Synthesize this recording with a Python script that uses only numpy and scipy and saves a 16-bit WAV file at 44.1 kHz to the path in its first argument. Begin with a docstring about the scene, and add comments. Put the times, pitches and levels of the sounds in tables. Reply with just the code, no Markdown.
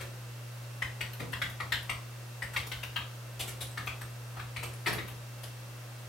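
"""A young woodpecker pecks at a peanut cake in a hanging wire feeder.
From the start a mains hum, a faint electronic whine, soft air noise and a low rumble lie underneath.
First comes a scuff as the bird shifts its grip, made of shaped noise, with a dull thud of low noise after it.
Then come sharp pecks (short rings, crushing noise, a crack), each with its own thud, and soon thin wire ticks.
More scuffs fall in between. Hard surfaces nearby answer the scuffs, pecks and ticks."""
import sys
import numpy as np
from scipy import signal
from scipy.fft import rfft, irfft, next_fast_len
from scipy.io import wavfile
from scipy.ndimage import uniform_filter1d, map_coordinates

SR = 44100
rng = np.random.default_rng(int(sys.argv[2]) if len(sys.argv) > 2 else 0)


def materialize(psi):
    """Save the field psi as 16-bit PCM at rate SR to the path in sys.argv[1].

    A 1-D psi becomes a single channel; in a 2-D psi each row is a channel.
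    """
    bounded = np.clip(np.atleast_2d(psi).T, -1, 1)
    quanta = np.round(bounded * 32767).astype(np.int16)
    wavfile.write(sys.argv[1], SR, quanta)


N = 268128  # length of the scene in samples


def amp(db):
    """Turn decibels into a plain factor."""
    return 10 ** (np.asarray(db) / 20)


def unit(x):
    """Scale x to an rms of 1."""
    return x / np.sqrt(np.mean(x ** 2) + 1e-20)


def burst(x):
    """Scale x to a total energy of 1."""
    return x / np.sqrt(np.sum(x ** 2) + 1e-20)


def along(points, hz):
    """Read a curve of (Hz, value) points at any pitch, on a log pitch axis."""
    point_hz, values = np.transpose(points)
    return np.interp(np.log(hz + 1), np.log(point_hz + 1), values)


def filtered(x, response):
    """Multiply the spectrum of x by a response, given as a function of frequency."""
    n = x.shape[-1]
    padded = next_fast_len(n + 8192)
    spectrum = rfft(x, padded) * response(np.fft.rfftfreq(padded, 1 / SR))
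    return irfft(spectrum, padded)[..., :n]


def noise(spectrum, size):
    """Make noise of rms 1, coloured by (Hz, dB) points."""
    return unit(filtered(rng.standard_normal(size), lambda hz: amp(along(spectrum, hz))))


def add(track, s, sound):
    """Mix a sound into the track at time s in seconds."""
    start = max(round(s * SR), 0)
    track[:, start:start + sound.shape[-1]] += sound[..., :N - start]


# Level of the mains hum over time. Each row: time in seconds, level in dB.
HUM_LEVELS = [(0.2, -44), (0.88, -43), (2.55, -45), (4.18, -43.5), (4.8, -43), (4.95, -44), (5.9, -45.5)]
# Tones of the electronic whine. Each row: pitch in Hz, average level in dB before it wavers.
WHINE_TONES = [(1319, -73), (1561, -73), (2697, -67), (3214, -78), (5701, -75), (8655, -73), (11541, -73),
               (14423, -77)]
# Colour of the soft air noise of the garden. Each row: pitch in Hz, relative level in dB per Hz.
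AIR_COLOUR = [(88, -22), (150, -11), (186, -2.5), (274, -9), (332, -4.5), (445, -7), (481, -2), (572, -1),
              (695, -6), (1340, -6.5), (2410, -10.5), (3040, -12), (5870, -15), (15500, -25.5)]
# How alike the air noise is at left and right. Each row: pitch in Hz, likeness from 0 to 1.
AIR_LIKENESS = [(60, 0.11), (150, 0.11), (380, 0.61), (950, 0.39), (2380, 0.18), (5980, 0.16),
                (15000, 0.83)]
# Colour of the low rumble in the air. Each row: pitch in Hz, relative level in dB.
RUMBLE_COLOUR = [(20, -26), (35, -12), (52, 9), (72, -7), (150, -10.5), (200, -10.5), (330, -9),
                 (500, -21.5)]
HUM_HZ = 120
RUMBLE_DB = -60


def background(hum_db=0.0, air_db=-51.0, waver_db=1, rumble_side_db=-7):
    """A pure mains hum and faint wavering high tones, over soft, steady air noise and rumble."""
    t = np.arange(N) / SR
    hum_level = np.interp(t, *np.transpose(HUM_LEVELS)) + hum_db
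    hum = amp(hum_level) * unit(np.sin(2 * np.pi * HUM_HZ * t))

    def waver():
        """A slow random drift with 5 new values a second."""
        return map_coordinates(rng.standard_normal(40), [t * 5])

    whine = 0
    for hz, db in WHINE_TONES:
        loudness = amp(waver_db * waver()) * amp(db)
        whine = whine + loudness * unit(np.sin(2 * np.pi * hz * t + .5 * waver()))

    def turn(hz):
        """The angle that splits the air noise into middle and side for the wanted likeness."""
        return np.arccos(np.clip(along(AIR_LIKENESS, hz), 0, 1)) / 2

    mid = filtered(noise(AIR_COLOUR, N), lambda hz: np.cos(turn(hz)))
    side = filtered(noise(AIR_COLOUR, N), lambda hz: np.sin(turn(hz)))
    air = amp(air_db) * np.array([mid + side, mid - side])
    # the rumble is much the same at both microphones
    rumble_side = amp(rumble_side_db) * noise(RUMBLE_COLOUR, N)
    rumble = noise(RUMBLE_COLOUR, N) + rumble_side * np.array([[1], [-1]])
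    return air + hum + whine + amp(RUMBLE_DB) * rumble


# Echoes from nearby hard surfaces. Each row: typical delay in seconds,
# strength as a multiple of the direct sound (a minus sign flips the wave).
HARD_ECHOES = [(.0022, .3), (.0052, 1.4), (.0069, -.4)]
# How long the diffuse tail rings. Each row: pitch in Hz, time to fall by 60 dB in seconds.
TAIL_DECAY = [(100, 0.98), (800, 0.41), (2100, 0.28), (4000, 0.36), (8000, 0.29), (13000, 0.26)]


def surroundings(x, tail_db=7.0, scatter_db=0, scatter_s=0.0012, lean_db=6, width=0.62):
    """The direct sound from the left, a few hard echoes, dense scatter and a diffuse tail."""
    t = np.arange(SR // 3) / SR
    # each pitch of the tail dies away at its own pace
    hz, frame_s, z = signal.stft(rng.standard_normal((2, len(t))), SR, nperseg=256)
    fade = amp(-60 * frame_s / along(TAIL_DECAY, hz)[:, None])
    tail = signal.istft(z * fade, SR, nperseg=256)[1][:, :len(t)]
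    tail = tail * (1 - np.exp(-t / 0.0029))
    scatter = rng.standard_normal((2, len(t))) * t ** 2 * np.exp(-t / scatter_s)
    # the two microphones sit close together and share part of the diffuse sound
    mid, side = amp(scatter_db) * burst(scatter) + amp(tail_db) * burst(tail)
    diffuse = np.array([mid + width * side, mid - width * side])
    paths = np.zeros(len(t))
    paths[0] = 1
    for delay, strength in HARD_ECHOES:
        # each echo delay varies a little at random from sound to sound
        paths[round(delay * rng.uniform(.92, 1.08) * SR)] += strength
    response = burst(paths) * amp([[lean_db / 2], [-lean_db / 2]]) + diffuse
    return signal.fftconvolve(x[None], burst(response), axes=1)


# Scuffs of claws and bill. Each row: start in seconds, level in dB, body pitch in Hz, rasp pitch in Hz,
# body in dB, grit in dB. The last two are changes from the usual mix of body, rasp and grit.
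SCUFF_STROKES = [(0.0004, -33.5, 576, 1770, -4, -7.5), (1.1944, -32.5, 355, 2100, 0.5, -12),
                 (1.2223, -50.5, 355, 2670, 9, -20), (2.5327, -33, 834, 1320, -23, -7),
                 (3.3932, -28, 765, 3130, -7.5, -2.5), (3.4728, -36, 653, 2880, -4, 1.5),
                 (3.6037, -33, 764, 3770, -7, -1), (4.3674, -35, 544, 1300, -29, -21),
                 (4.6288, -33, 816, 2310, -5.5, -6), (4.8655, -19.5, 342, 2010, -9.5, -14.5),
                 (4.8983, -38.5, 257, 1940, 4, -14), (4.9421, -41.5, 690, 1180, 4.5, -2)]
# Hollow body of a scuff. Each row: multiple of the body pitch, relative level in dB.
BODY_COLOUR = [(.2, -22), (.5, -4), (1, -5.5), (1.6, -8.5), (3, -10), (8, -52)]
# Rasp of a scuff. Each row: multiple of the rasp pitch, relative level in dB.
RASP_COLOUR = [(.15, -18), (.45, -17), (1, 0.5), (1.5, -11), (2.5, -16), (6, -33.5)]
# Fine grit of a scuff. Each row: pitch in Hz, relative level in dB.
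GRIT_COLOUR = [(2000, 0.5), (5000, -5), (8000, 4), (12500, 2), (16000, -7)]
SCUFF_S, SCUFF_ATTACK_S = 0.018, 0.00017  # fall and rise times of a stroke


def scuffs(body_db=26, rasp_db=25, grit_db=26, grain_db=5):
    """Claws and bill drag in short, grainy strokes: a hollow body, a rasp and fine grit."""
    track, t = np.zeros((2, N)), np.arange(SR // 8) / SR
    for s, db, body_hz, rasp_hz, body, grit in SCUFF_STROKES:
        # smoothed random loudness makes the stroke grainy
        roughness = unit(uniform_filter1d(rng.standard_normal(len(t)), size=60))
        grains = amp(grain_db * roughness)
        stroke = (1 - np.exp(-t / SCUFF_ATTACK_S)) * np.exp(-(t / SCUFF_S) ** 2) * grains
        layers = [(np.multiply(BODY_COLOUR, [body_hz, 1]), body + body_db),
                  (np.multiply(RASP_COLOUR, [rasp_hz, 1]), rasp_db),
                  (GRIT_COLOUR, grit + grit_db)]
        scuff = 0
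        for colour, level in layers:
            scuff = scuff + amp(db + level) * burst(stroke * noise(colour, len(t)))
        add(track, s, surroundings(scuff))
    return track


# Colour of the dull thud. Each row: pitch in Hz, relative level in dB.
THUD_COLOUR = [(25, -37), (48, -5), (85, 2.5), (120, -12.5), (190, -14.5), (400, -29.5), (1000, -43)]
THUD_DELAY_S, THUD_SWELL_S = 0.00771, 0.024  # wait after the blow, then time to the peak of the swell
THUD_DB, TYPICAL_BLOW_DB = -13, -20  # level of the thud after a peck of typical level
THUD_GROWS = .4  # dB of thud per dB of blow: the thud grows more slowly than the blow


def thuds(scuff_db=-0.5):
    """Every scuff or peck jolts the feeder, and a dull, low boom swells after it."""
    track, t = np.zeros((2, N)), np.arange(SR // 4) / SR
    swell = t * np.exp(-t / THUD_SWELL_S)
    for blows, kind_db in [(SCUFF_STROKES, scuff_db), (PECK_BLOWS, 0)]:
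        for s, db, *_ in blows:
            level = THUD_DB + kind_db + THUD_GROWS * (db - TYPICAL_BLOW_DB)
            add(track, s + THUD_DELAY_S, amp(level) * burst(noise(THUD_COLOUR, len(t)) * swell))
    return track


# Pecks; each has its own middle and high pitch and its own mix. Each row: start in seconds, level in dB,
# middle resonance in Hz, high resonance in Hz, low resonance in dB, high resonance in dB, crack in dB.
# The last three are changes from the usual mix with the middle resonance.
PECK_BLOWS = [(0.8207, -20.5, 2000, 2380, -14, -18.5, -8), (1.0078, -27, 1920, 2710, -7, 1, 2),
              (1.3308, -25.5, 1830, 2630, -14, -7.5, -4), (1.4173, -17, 1940, 3040, -15.5, -10.5, -10),
              (1.6017, -24, 1970, 2840, 1, -30, -5.5), (1.721, -17.5, 1850, 3340, -38, -5.5, -3.5),
              (1.8946, -21, 2260, 2680, -3.5, -10.5, -5.5), (2.4214, -23, 1920, 2610, -15, -31, -9),
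              (2.5621, -20, 2130, 2870, -8.5, -5, -8.5), (2.5695, -29, 2260, 2680, -12, -12, 2.5),
              (2.7163, -25.5, 2150, 3250, -14, -3.5, -4), (2.8313, -36, 2070, 2650, -6, 9, 3.5),
              (2.9602, -23, 1700, 2850, -15, -0.5, -29), (3.7747, -25, 1730, 2390, -3, -10, -7),
              (3.8714, -25, 2400, 2480, -3, -14, -3), (4.014, -36.5, 1730, 2800, 0, -26, -10),
              (4.3951, -33, 1630, 2470, -11, -3, -11), (4.563, -25, 2240, 2500, -8, -20, -3.5),
              (4.6278, -35.5, 2130, 2420, 5, -8, -26), (4.8604, -21, 1960, 3480, -15, -12, -4),
              (4.8794, -31, 1980, 2520, -17, -15, -15), (4.9309, -28.5, 1780, 2490, -4, -2, -9),
              (4.9834, -26.5, 1920, 3350, -4, -8, -18), (5.0838, -39.5, 1960, 2610, 1, 0, -18),
              (5.4356, -48.5, 1900, 3000, -6, 9, 16.5)]
# Colour of the crushing noise. Each row: pitch in Hz, relative level in dB.
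KNOCK_COLOUR = [(500, -48), (1000, 7), (1500, 7), (2400, 11), (3000, 9.5), (4000, 5.5), (5000, -14),
                (9000, -14)]
# Colour of the bright crack. Each row: pitch in Hz, relative level in dB.
CRACK_COLOUR = [(200, -15), (500, -1.5), (1500, 0), (3300, 3.5), (5000, 4.5), (7200, -4.5), (8400, 0.5),
                (10000, -7.5), (12300, -4.5), (14000, -17), (16000, -19)]
LOW_HZ = 1260  # pitch of the low resonance, one typical value used for all pecks
LOW_T60_S, MIDDLE_T60_S, HIGH_T60_S = 0.008, 0.0076, 0.005  # times for the rings to fall by 60 dB
RING_ATTACK_S = 0.00021


def pecks(ring_db=21.0, low_db=-1.5, high_db=0.0, knock_db=22.5, knock_s=0.0016,
          crack_at=.0025, crack_s=0.00076, crack_db=17, left_db=2.0):
    """Each blow rings three heavily damped resonances, crushes the cake and gives a bright crack."""
    track, t = np.zeros((2, N)), np.arange(SR // 24) / SR
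    for s, db, middle_hz, high_hz, low, high, snap in PECK_BLOWS:
        resonances = [(LOW_HZ, low + low_db, LOW_T60_S),
                      (middle_hz, 0, MIDDLE_T60_S),
                      (high_hz, high + high_db, HIGH_T60_S)]
        ring = 0
        for hz, level, t60 in resonances:
            shape = (1 - np.exp(-t / RING_ATTACK_S)) * amp(-60 * t / t60)
            ring = ring + amp(level + ring_db) * burst(shape * np.sin(2 * np.pi * hz * t))
        # crushing fills the gaps between the resonances with rough noise
        crush = noise(KNOCK_COLOUR, len(t)) * t * np.exp(-t / knock_s)
        knock = amp(high / 2 + knock_db) * burst(crush)
        # the crack peaks a moment after the blow
        crack_shape = np.exp(-abs(t - crack_at) / crack_s)
        crack = amp(snap + crack_db) * burst(noise(CRACK_COLOUR, len(t)) * crack_shape)
        add(track, s, surroundings(amp(db) * (ring + knock + crack)))
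    return track * amp([[left_db / 2], [-left_db / 2]])


# Wire ticks. Each row: time in seconds (the sound starts a little earlier, by lead_s), level in dB,
# ring pitch in Hz, click in dB as a change from the usual mix of click and ring.
WIRE_TICKS = [(1.1348, -41, 12700, 5), (1.3246, -33.5, 11700, -10), (1.499, -35, 12700, -9),
              (1.723, -32, 12300, -6), (1.8292, -37, 11600, -10), (1.8982, -28, 8470, -10),
              (2.4269, -34, 8400, -7), (2.6704, -29.5, 12200, -7), (2.835, -30, 12500, -14),
              (3.6167, -26.5, 9800, -10), (3.715, -37, 8080, -13), (3.775, -41.5, 8140, 1),
              (3.8646, -34, 12800, -9), (4.0151, -33, 8200, -3), (4.6339, -31.5, 8330, -3),
              (4.7357, -39.5, 10100, -3.5), (4.9317, -27.5, 11600, -5), (5.0818, -33.5, 11700, -15),
              (5.436, -30.5, 11000, -10)]
# Colour of the click of a wire. Each row: pitch in Hz, relative level in dB.
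CLICK_COLOUR = [(2000, -0.5), (5000, -7), (8000, -7), (10000, -12.5), (12300, 3.5), (14000, -26),
                (16000, -47)]
TICK_T60_S, TICK_REF_HZ = 0.015, 8100  # time to fall by 60 dB at a reference pitch
TICK_DAMPING = 7.5  # power by which higher rings die sooner


def ticks(ring_db=16, click_db=23, click_t60=0.0091, lead_s=.002):
    """Wire touches wire: a tiny click and a thin ring that is shorter the higher it is."""
    track, t = np.zeros((2, N)), np.arange(SR // 12) / SR
    for s, db, hz, click_level in WIRE_TICKS:
        t60 = TICK_T60_S * (TICK_REF_HZ / hz) ** TICK_DAMPING
        ring = amp(ring_db) * burst(amp(-60 * t / t60) * np.sin(2 * np.pi * hz * t))
        click_noise = noise(CLICK_COLOUR, len(t)) * amp(-60 * t / click_t60)
        click = amp(click_db + click_level) * burst(click_noise)
        add(track, s - lead_s, surroundings(amp(db) * (ring + click)))
    return track


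def scene():
    """The bird at the feeder over the steady background."""
    return background() + scuffs() + thuds() + pecks() + ticks()


LOW_CUT_HZ, TOP_HZ = 40, 15900


def record(dry):
    """Cut the deepest bass and keep nothing from the upper band limit upwards."""
    return filtered(dry, lambda hz: (1 - np.exp(-(hz / LOW_CUT_HZ) ** 4)) * (hz < TOP_HZ))


dry = scene()
out = record(dry)
materialize(out)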